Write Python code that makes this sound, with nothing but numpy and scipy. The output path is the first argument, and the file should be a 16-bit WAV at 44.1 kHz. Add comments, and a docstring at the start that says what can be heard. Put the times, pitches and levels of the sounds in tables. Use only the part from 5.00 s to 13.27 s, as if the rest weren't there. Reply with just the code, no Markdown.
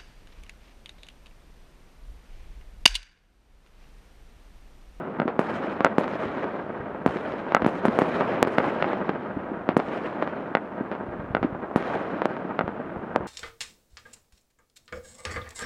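"""A nearby fireworks battery fires heavy shots that roll back from the streets of a town at night, heard from
high above the roofs. Shells burst overhead with a slap off a wall, bangers go off close by, crackers and
muffled booms further away. Countless distant bangs merge into a crackling roar with low thuds. Each single bang
is a sharp suction dip that rises through zero into a longer push; distance rounds it, and house fronts echo it."""
import sys
import numpy as np
from scipy import signal
from scipy.fft import rfft, irfft
from scipy.io import wavfile

SR = 44100
rng = np.random.default_rng(int(sys.argv[2]) if len(sys.argv) > 2 else 0)


def int16_out(signal):
    """Quantize to a 16-bit WAV file."""
    q = np.round(np.clip(np.atleast_2d(signal).T, -1, 1) * 32767)
    wavfile.write(sys.argv[1], SR, q.astype(np.int16))


N = 364707
TIME = np.arange(N) / SR

# tone of the rumble on the horizon: frequency_hz, relative_db
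RUMBLE_SPECTRUM = [(15, -11), (35, -0.5), (60, 4.5), (110, 5), (200, -4), (500, -46.5), (3000, -84.5)]
# fader curve of that rumble: time_s, level_db
RUMBLE_CURVE = [(0.0, -65), (3.04, -57.5), (3.75, -65), (4.72, -55.5), (5.62, -69), (6.38, -47), (6.7, -60),
                (7.49, -65), (8.27, -57)]
# tone of the distant barrage: frequency_hz, relative_db
BARRAGE_SPECTRUM = [(40, -26), (100, -10), (180, 0), (280, 2.5), (420, -1), (620, -1.5), (900, -6.5),
                    (1350, -8.5), (2000, -20), (3000, -31), (5000, -51.5), (8000, -72.5), (14000, -88.5)]
# thuds of big far shells: start_s, level_db
FAR_THUDS = [(1.259, -32), (1.801, -30), (2.083, -26), (2.628, -25.5), (4.365, -28.5), (7.64, -25.5),
             (7.967, -29.5), (8.203, -28.5)]
# muffled booms from behind the houses: start_s, level_db, ring_hz
MUFFLED_BOOMS = [(0.2544, -16, 290), (2.159, -15.5, 404), (2.8811, -11, 238), (4.369, -18.5, 300),
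                 (4.5161, -19, 340), (5.808, -17, 310), (6.445, -12.5, 332), (7.4501, -19.5, 400),
                 (7.8, -20.5, 600)]
# the nearer crackers, and at 3.45 s one wall slap of the first close banger:
# start_s, level_db, push_ms, scatter_db
CRACKERS_AND_SLAP = [(0.2794, -10, 0.37, 0.5), (0.8065, -6.5, 0.55, -5.5), (0.858, -7.5, 0.47, -4),
                     (1.255, -16, 1, -15), (1.442, -13.5, 0.33, -9), (2.5215, -10, 0.19, -8),
                     (2.621, -9, 0.71, -3), (2.6465, -7.5, 0.9, -2.5), (3.2086, -8, 0.3, 2.5),
                     (3.45, -11.5, 0.88, -22), (3.6424, -12.5, 0.2, 3.5), (3.9322, -12.5, 0.32, -4),
                     (4.0931, -7.5, 0.8, -5), (4.6901, -4, 0.78, -3.5), (4.8007, -11, 0.18, -9),
                     (5.2248, -8.5, 0.24, -9), (5.2755, -15, 0.26, -7), (5.9154, -16, 0.84, 3.5),
                     (5.9515, -22, 0.32, 1), (6.4292, -10, 0.64, 2), (7.219, -8, 0.27, -8.5),
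                     (7.367, -18.5, 0.21, -5), (7.6791, -15, 0.28, -5)]
# bangers in the open close by: start_s, level_db, push_ms, front_hz, snap_db
CLOSE_BANGERS = [(3.428, 5, 0.4, 6200, -9), (7.256, -6, 0.4, 1410, -6), (8.161, -4, 0.22, 1100, -14.5)]
# shells bursting overhead: start_s, level_db, push_ms, ring_hz, wall_db
SHELL_BURSTS = [(0.1998, -7.5, 0.76, 1350, -3.5), (0.847, 1.5, 0.26, 1400, -8.5),
                (2.5481, 2.5, 0.23, 1280, -8.5), (3.5837, -1, 0.56, 1770, -10), (3.825, -5, 0.35, 2450, -5),
                (5.5514, -1.5, 0.36, 1870, -8.5), (6.3495, -4.5, 0.46, 1470, -6),
                (7.5914, -6.5, 0.44, 1300, -2.5)]
# tone and decay of the town's echo: frequency_hz, relative_db, t60_s
TOWN_REVERB = [(50, -30, 3.5), (119, -12, 4), (239, -2, 2.7), (596, 2, 2.8), (870, -8.5, 2.9),
               (1420, -7, 2.43), (2180, -15, 2.84), (3490, -26.5, 2.35), (5240, -38.5, 1.85),
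               (10100, -47.5, 1.08), (14000, -64.5, .8)]
# heavy shots of the nearby battery: start_s, level_db, push_ms, echo_db, roll_db
MORTAR_SHOTS = [(0.3926, -3, 0.68, -2, -34.5), (0.9832, -1.7, 0.69, 0.5, -37),
                (2.0622, -1.9, 0.81, -1, -45), (2.6635, -3.5, 1.15, -2, -33.5),
                (2.8533, -3.5, 0.6, -3, -34), (2.9889, -2.5, 0.48, 0.5, -38),
                (3.0187, -4.5, 0.89, -1, -36.5), (3.4732, -10, 1.1, 2, -31), (4.7675, -1, 0.95, -1, -36.5),
                (6.7602, -3, 1.6, -1.5, -33.5)]


def from_db(db):
    """Decibels to gain."""
    return 10 ** (np.asarray(db) / 20)


def rms_one(x):
    """Scale to unit rms."""
    return x / np.sqrt(np.mean(x ** 2) + 1e-20)


def add(out, start_s, sound):
    """Mix a sound in at start_s."""
    i = int(np.clip(round(start_s * SR), 0, N - 1))
    out[i:i + len(sound)] += sound[:N - i]


def lowpass(x, hz, order=2):
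    """Roll off the treble."""
    return signal.sosfilt(signal.butter(order, min(hz, SR / 2 - 1000), fs=SR, output="sos"), x)


def highpass(x, hz):
    """Gently thin out the low end."""
    return signal.sosfilt(signal.butter(1, hz, "high", fs=SR, output="sos"), x)


def coloured(x, spectrum, size=8192):
    """Minimum-phase EQ, so that nothing sounds ahead of an attack; rms 1."""
    hz, level_db = np.transpose(spectrum)
    grid_hz = np.maximum(np.fft.rfftfreq(size, 1 / SR), 1)
    gain = from_db(np.interp(np.log(grid_hz), np.log(hz), level_db))
    cepstrum = irfft(np.log(gain))
    response = irfft(np.exp(rfft(2 * cepstrum[:size // 2], size)))
    return rms_one(signal.fftconvolve(np.r_[x[-size:], x], response)[size:size + len(x)])


def drift(per_s):
    """A smooth random wander with a spread of about 1."""
    knots = rng.standard_normal(2000)
    return 1.2 * np.interp(TIME * per_s, np.arange(len(knots)), knots)


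def pops(length, per_s, spread_db):
    """Random clicks, most of them weak and a few strong; rms 1."""
    sizes = from_db(spread_db * np.minimum(rng.exponential(1, length), 4))
    arrivals = rng.random(length) < per_s / SR
    return rms_one(arrivals * sizes * rng.choice([-1, 1], length))


def blast(push_ms, front_hz, snap_db=-60, ground_ms=None):
    """A sharp suction dip that rises through zero into a longer positive push; distance rounds its front; peak
    1."""
    ms = 1000 * TIME[:SR // 20]
    wave = (ms / push_ms - 1) * np.exp(-ms / push_ms)
    wave = lowpass(wave, front_hz) + from_db(snap_db) * lowpass(wave, front_hz, order=1)
    if ground_ms:   # a weaker copy bounces off the ground
        wave = wave + 0.39 * np.interp(ms - ground_ms, ms, wave, left=0)
    # the small microphone passes no deep bass and swings back after each jump
    mic_hz, mic_q = 206.6, 1.28
    omega = 2 * np.pi * mic_hz
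    wave = signal.lfilter(*signal.bilinear([1, 0, 0], [1, omega / mic_q, omega ** 2], SR), wave)
    return wave / np.abs(wave).max()


def ringing(wave, hz, q, share):
    """Add a short hollow ring to a bang."""
    return wave + share * signal.lfilter(*signal.iirpeak(hz, q, fs=SR), wave)


def scattered(wave, scatter_db, t60_s, dull_hz=2600):
    """Nearby roofs and walls trail a short, duller spray of reflections behind a bang."""
    t = TIME[:SR // 4]
    spray = pops(len(t), per_s=3000, spread_db=3) * from_db(-60 * t / t60_s) * (t > 0.002)
    spray = highpass(spray, 400)
    response = from_db(scatter_db) * lowpass(spray / np.linalg.norm(spray), dull_hz)
    response[0] += 1   # the direct sound
    return signal.fftconvolve(wave, response)


def horizon_rumble():
    """The bass of bangs too far off to tell apart, slowly rising and falling."""
    rumble = from_db(3) * coloured(pops(N, per_s=610, spread_db=4), RUMBLE_SPECTRUM)
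    return from_db(np.interp(TIME, *np.transpose(RUMBLE_CURVE))) * rumble


def barrage_envelope(bed_db=-35, peak_s=0.25, sharpness=1.8):
    """A steady bed that swells as each heavy shot rolls back from the far side of town."""
    power = from_db(bed_db) ** 2
    earlier_shot = (-0.45, -34.5)   # still rolling as the scene opens: start_s, roll_db
    for start_s, *_, roll_db in [earlier_shot, *MORTAR_SHOTS]:
        age = np.maximum(TIME - start_s, 0) / peak_s
        power = power + from_db(roll_db) ** 2 * (age * np.exp(1 - age)) ** sharpness
    return np.sqrt(power)


def distant_barrage():
    """Countless far bangs merge into a roar, with single pops standing out of it."""
    roar = from_db(-1.5) * coloured(pops(N, per_s=3000, spread_db=1.5), BARRAGE_SPECTRUM)
    far_pops = scattered(pops(N, per_s=32, spread_db=2.5), scatter_db=4, t60_s=0.068)[:N]
    crackle = from_db(-6) * coloured(lowpass(far_pops, 5100), BARRAGE_SPECTRUM)
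    return barrage_envelope() * (roar + crackle)


def thuds(salvo_s=6.085, gap_s=0.11, salvo_db=-27.5, echo_db=-6):
    """Only the bass of the big far shells crosses the town, singly or in a salvo; each thud has an echo."""
    out = np.zeros(N)
    salvo = [(salvo_s + k * gap_s, salvo_db) for k in range(5)]
    for start_s, level_db in [*FAR_THUDS, *salvo]:
        thud = from_db(level_db) * blast(push_ms=9.3, front_hz=105)
        add(out, start_s, thud)
        add(out, start_s + 0.03 * rng.uniform(0.48, 1.8), from_db(echo_db) * thud)
    return out


def booms():
    """Bangs that bend round the houses lose their crack; the street rings with a round, low punch."""
    out = np.zeros(N)
    for start_s, level_db, ring_hz in MUFFLED_BOOMS:
        boom = ringing(blast(push_ms=0.75, front_hz=330), ring_hz, q=3, share=1.6)
        boom = from_db(level_db) * boom / np.abs(boom).max()
        add(out, start_s, scattered(boom, scatter_db=-3, t60_s=0.11))
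    return lowpass(out, 1300)


def small_bang(level_db, push_ms, scatter_db):
    """One small bang: crisp with little scatter, as in plain sight; ragged with more, as behind houses."""
    front_hz = 1950 * push_ms ** 0.41   # a bigger charge pushes longer and steeper
    crack = from_db(level_db) * blast(push_ms, front_hz)
    return scattered(crack, scatter_db, t60_s=0.13, dull_hz=4500)


def stray_crackers(per_s=4, air_hz=1600):
    """Small, dull crackers all over town, each with its own random strength and size."""
    out = np.zeros(N)
    for when, softness, size in rng.random((int(per_s * N / SR), 3)):
        push_ms = 0.25 * 2 ** (2 * size - 1)
        add(out, when * N / SR, small_bang(-19 - 3 * softness, push_ms, scatter_db=-0.5))
    return lowpass(out, air_hz)


def crackers_and_slap(air_hz=4600):
    """The nearer crackers, and one wall slap of the first close banger; air takes their treble."""
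    out = np.zeros(N)
    for start_s, level_db, push_ms, scatter_db in CRACKERS_AND_SLAP:
        add(out, start_s, small_bang(level_db, push_ms, scatter_db))
    return lowpass(out, air_hz)


def bangers():
    """Close and in plain sight, bangers keep their steep front and stop dry."""
    out = np.zeros(N)
    for start_s, level_db, push_ms, front_hz, snap_db in CLOSE_BANGERS:
        bang = from_db(level_db) * blast(push_ms, front_hz, snap_db)
        bang = ringing(bang, hz=596, q=3.4, share=0.51)
        add(out, start_s, scattered(bang, scatter_db=-14, t60_s=0.07, dull_hz=1400))
    return out


def shell_bursts(wall_lag_s=0.0184, air_hz=4800):
    """Hard, hollow cracks from the sky, doubled by the ground and slapped back by a wall."""
    out = np.zeros(N)
    for start_s, level_db, push_ms, ring_hz, wall_db in SHELL_BURSTS:
        crack = from_db(level_db) * blast(push_ms, front_hz=1880, ground_ms=1.435)
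        crack = ringing(crack, ring_hz, q=4.7, share=0.71)
        add(out, start_s, scattered(crack, scatter_db=-14, t60_s=0.032, dull_hz=3500))
        slap = scattered(lowpass(crack, 2500), scatter_db=-5, t60_s=0.068, dull_hz=4000)
        add(out, start_s + wall_lag_s, from_db(wall_db) * slap)
    return lowpass(out, air_hz, order=5)


def town_echo(swell_s=0.14, early_share=0.47):
    """Thousands of house fronts answer each heavy shot: the echo swells, rolls away and grows dull."""
    t = TIME[:3 * SR]
    hz, relative_db, t60_s = np.transpose(TOWN_REVERB)
    edges_hz = np.geomspace(50, 15000, 23)
    slaps = 0.26 * pops(N, per_s=38, spread_db=-1)   # a few large facades answer on their own
    reflections = [pops(N, per_s=5000, spread_db=4.5) + slaps for _ in range(2)]
    swell = early_share + (1 - early_share) * (1 - np.exp(-(t / swell_s) ** 2))
    clump_db = 2.26 * drift(per_s=44)   # whole blocks of houses answer in clumps
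    out = np.zeros(N)
    for k, (low, high) in enumerate(zip(edges_hz, edges_hz[1:])):
        log_centre = np.log(low * high) / 2
        band_db = np.interp(log_centre, np.log(hz), relative_db)
        band_t60_s = np.interp(log_centre, np.log(hz), t60_s)
        tail = swell * from_db(band_db - 60 * t / band_t60_s)
        power = np.zeros(N)
        for start_s, _, _, echo_db, _ in MORTAR_SHOTS:
            add(power, start_s, (from_db(echo_db) * tail) ** 2)
        bandpass = signal.butter(3, [low, high], "band", fs=SR, output="sos")
        band = signal.sosfilt(bandpass, reflections[k % 2])
        flicker_db = 1.83 * drift(per_s=53)
        out += band * np.sqrt(power) * from_db(clump_db + flicker_db)
    return out


def facade_slaps(t60_s=1.8, span_s=0.7, per_shot=9):
    """Single large facades throw each heavy shot back as small, separate pops."""
    out = np.zeros(N)
    for start_s, level_db, *_ in MORTAR_SHOTS:
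        for when, size, sharpness in rng.random((per_shot, 3)):
            lag_s = 0.011 + span_s * when ** 1.5   # near walls answer most often
            slap_db = level_db - 21 + 10.5 * size - 60 * lag_s / t60_s
            slap = blast(push_ms=0.31, front_hz=800 + 1500 * sharpness)
            add(out, start_s + lag_s, from_db(slap_db) * slap)
    return lowpass(out, 6000)


def sizzle(t60_s=0.098, spit_db=7, spit_t60_s=0.017):
    """A bright spit with a short, grainy sizzle tops each heavy shot."""
    out, t = np.zeros(N), TIME[:SR // 2]
    fade = from_db(-60 * t / t60_s) + from_db(spit_db - 60 * t / spit_t60_s)
    for start_s, level_db, *_ in MORTAR_SHOTS:
        add(out, start_s, from_db(level_db) * fade * pops(len(t), per_s=2400, spread_db=6))
    return lowpass(highpass(out, 5000), 11000, order=6)


def mortars():
    """The battery's close, heavy blasts, each with a spray of reflections off the roofs."""
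    out = np.zeros(N)
    for start_s, level_db, push_ms, *_ in MORTAR_SHOTS:
        shot = from_db(level_db) * blast(push_ms, front_hz=1340, snap_db=-31)
        add(out, start_s, scattered(shot, scatter_db=-8.5, t60_s=0.36, dull_hz=5000))
    return out


def scene():
    """The mono mix: the battery up front, other bangs around it, the far fireworks behind."""
    battery = mortars() + from_db(-14) * town_echo() + from_db(-46) * sizzle() + facade_slaps()
    bangs = shell_bursts() + bangers() + crackers_and_slap() + booms()
    background = thuds() + distant_barrage() + horizon_rumble() + stray_crackers()
    return (battery + bangs + background)[None]


def record(dry, cutoff_hz=16000):
    """Faint hiss joins the mix, the hardest cracks clip, and the top is cut steeply."""
    hiss = from_db(-74) * lowpass(rng.standard_normal(N), 6600, order=1)
    clipped = np.clip(dry + hiss, -1, 1)
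    return signal.sosfilt(signal.ellip(8, 0.1, 80, cutoff_hz, fs=SR, output="sos"), clipped)


dry = scene()
out = record(dry)
int16_out(out)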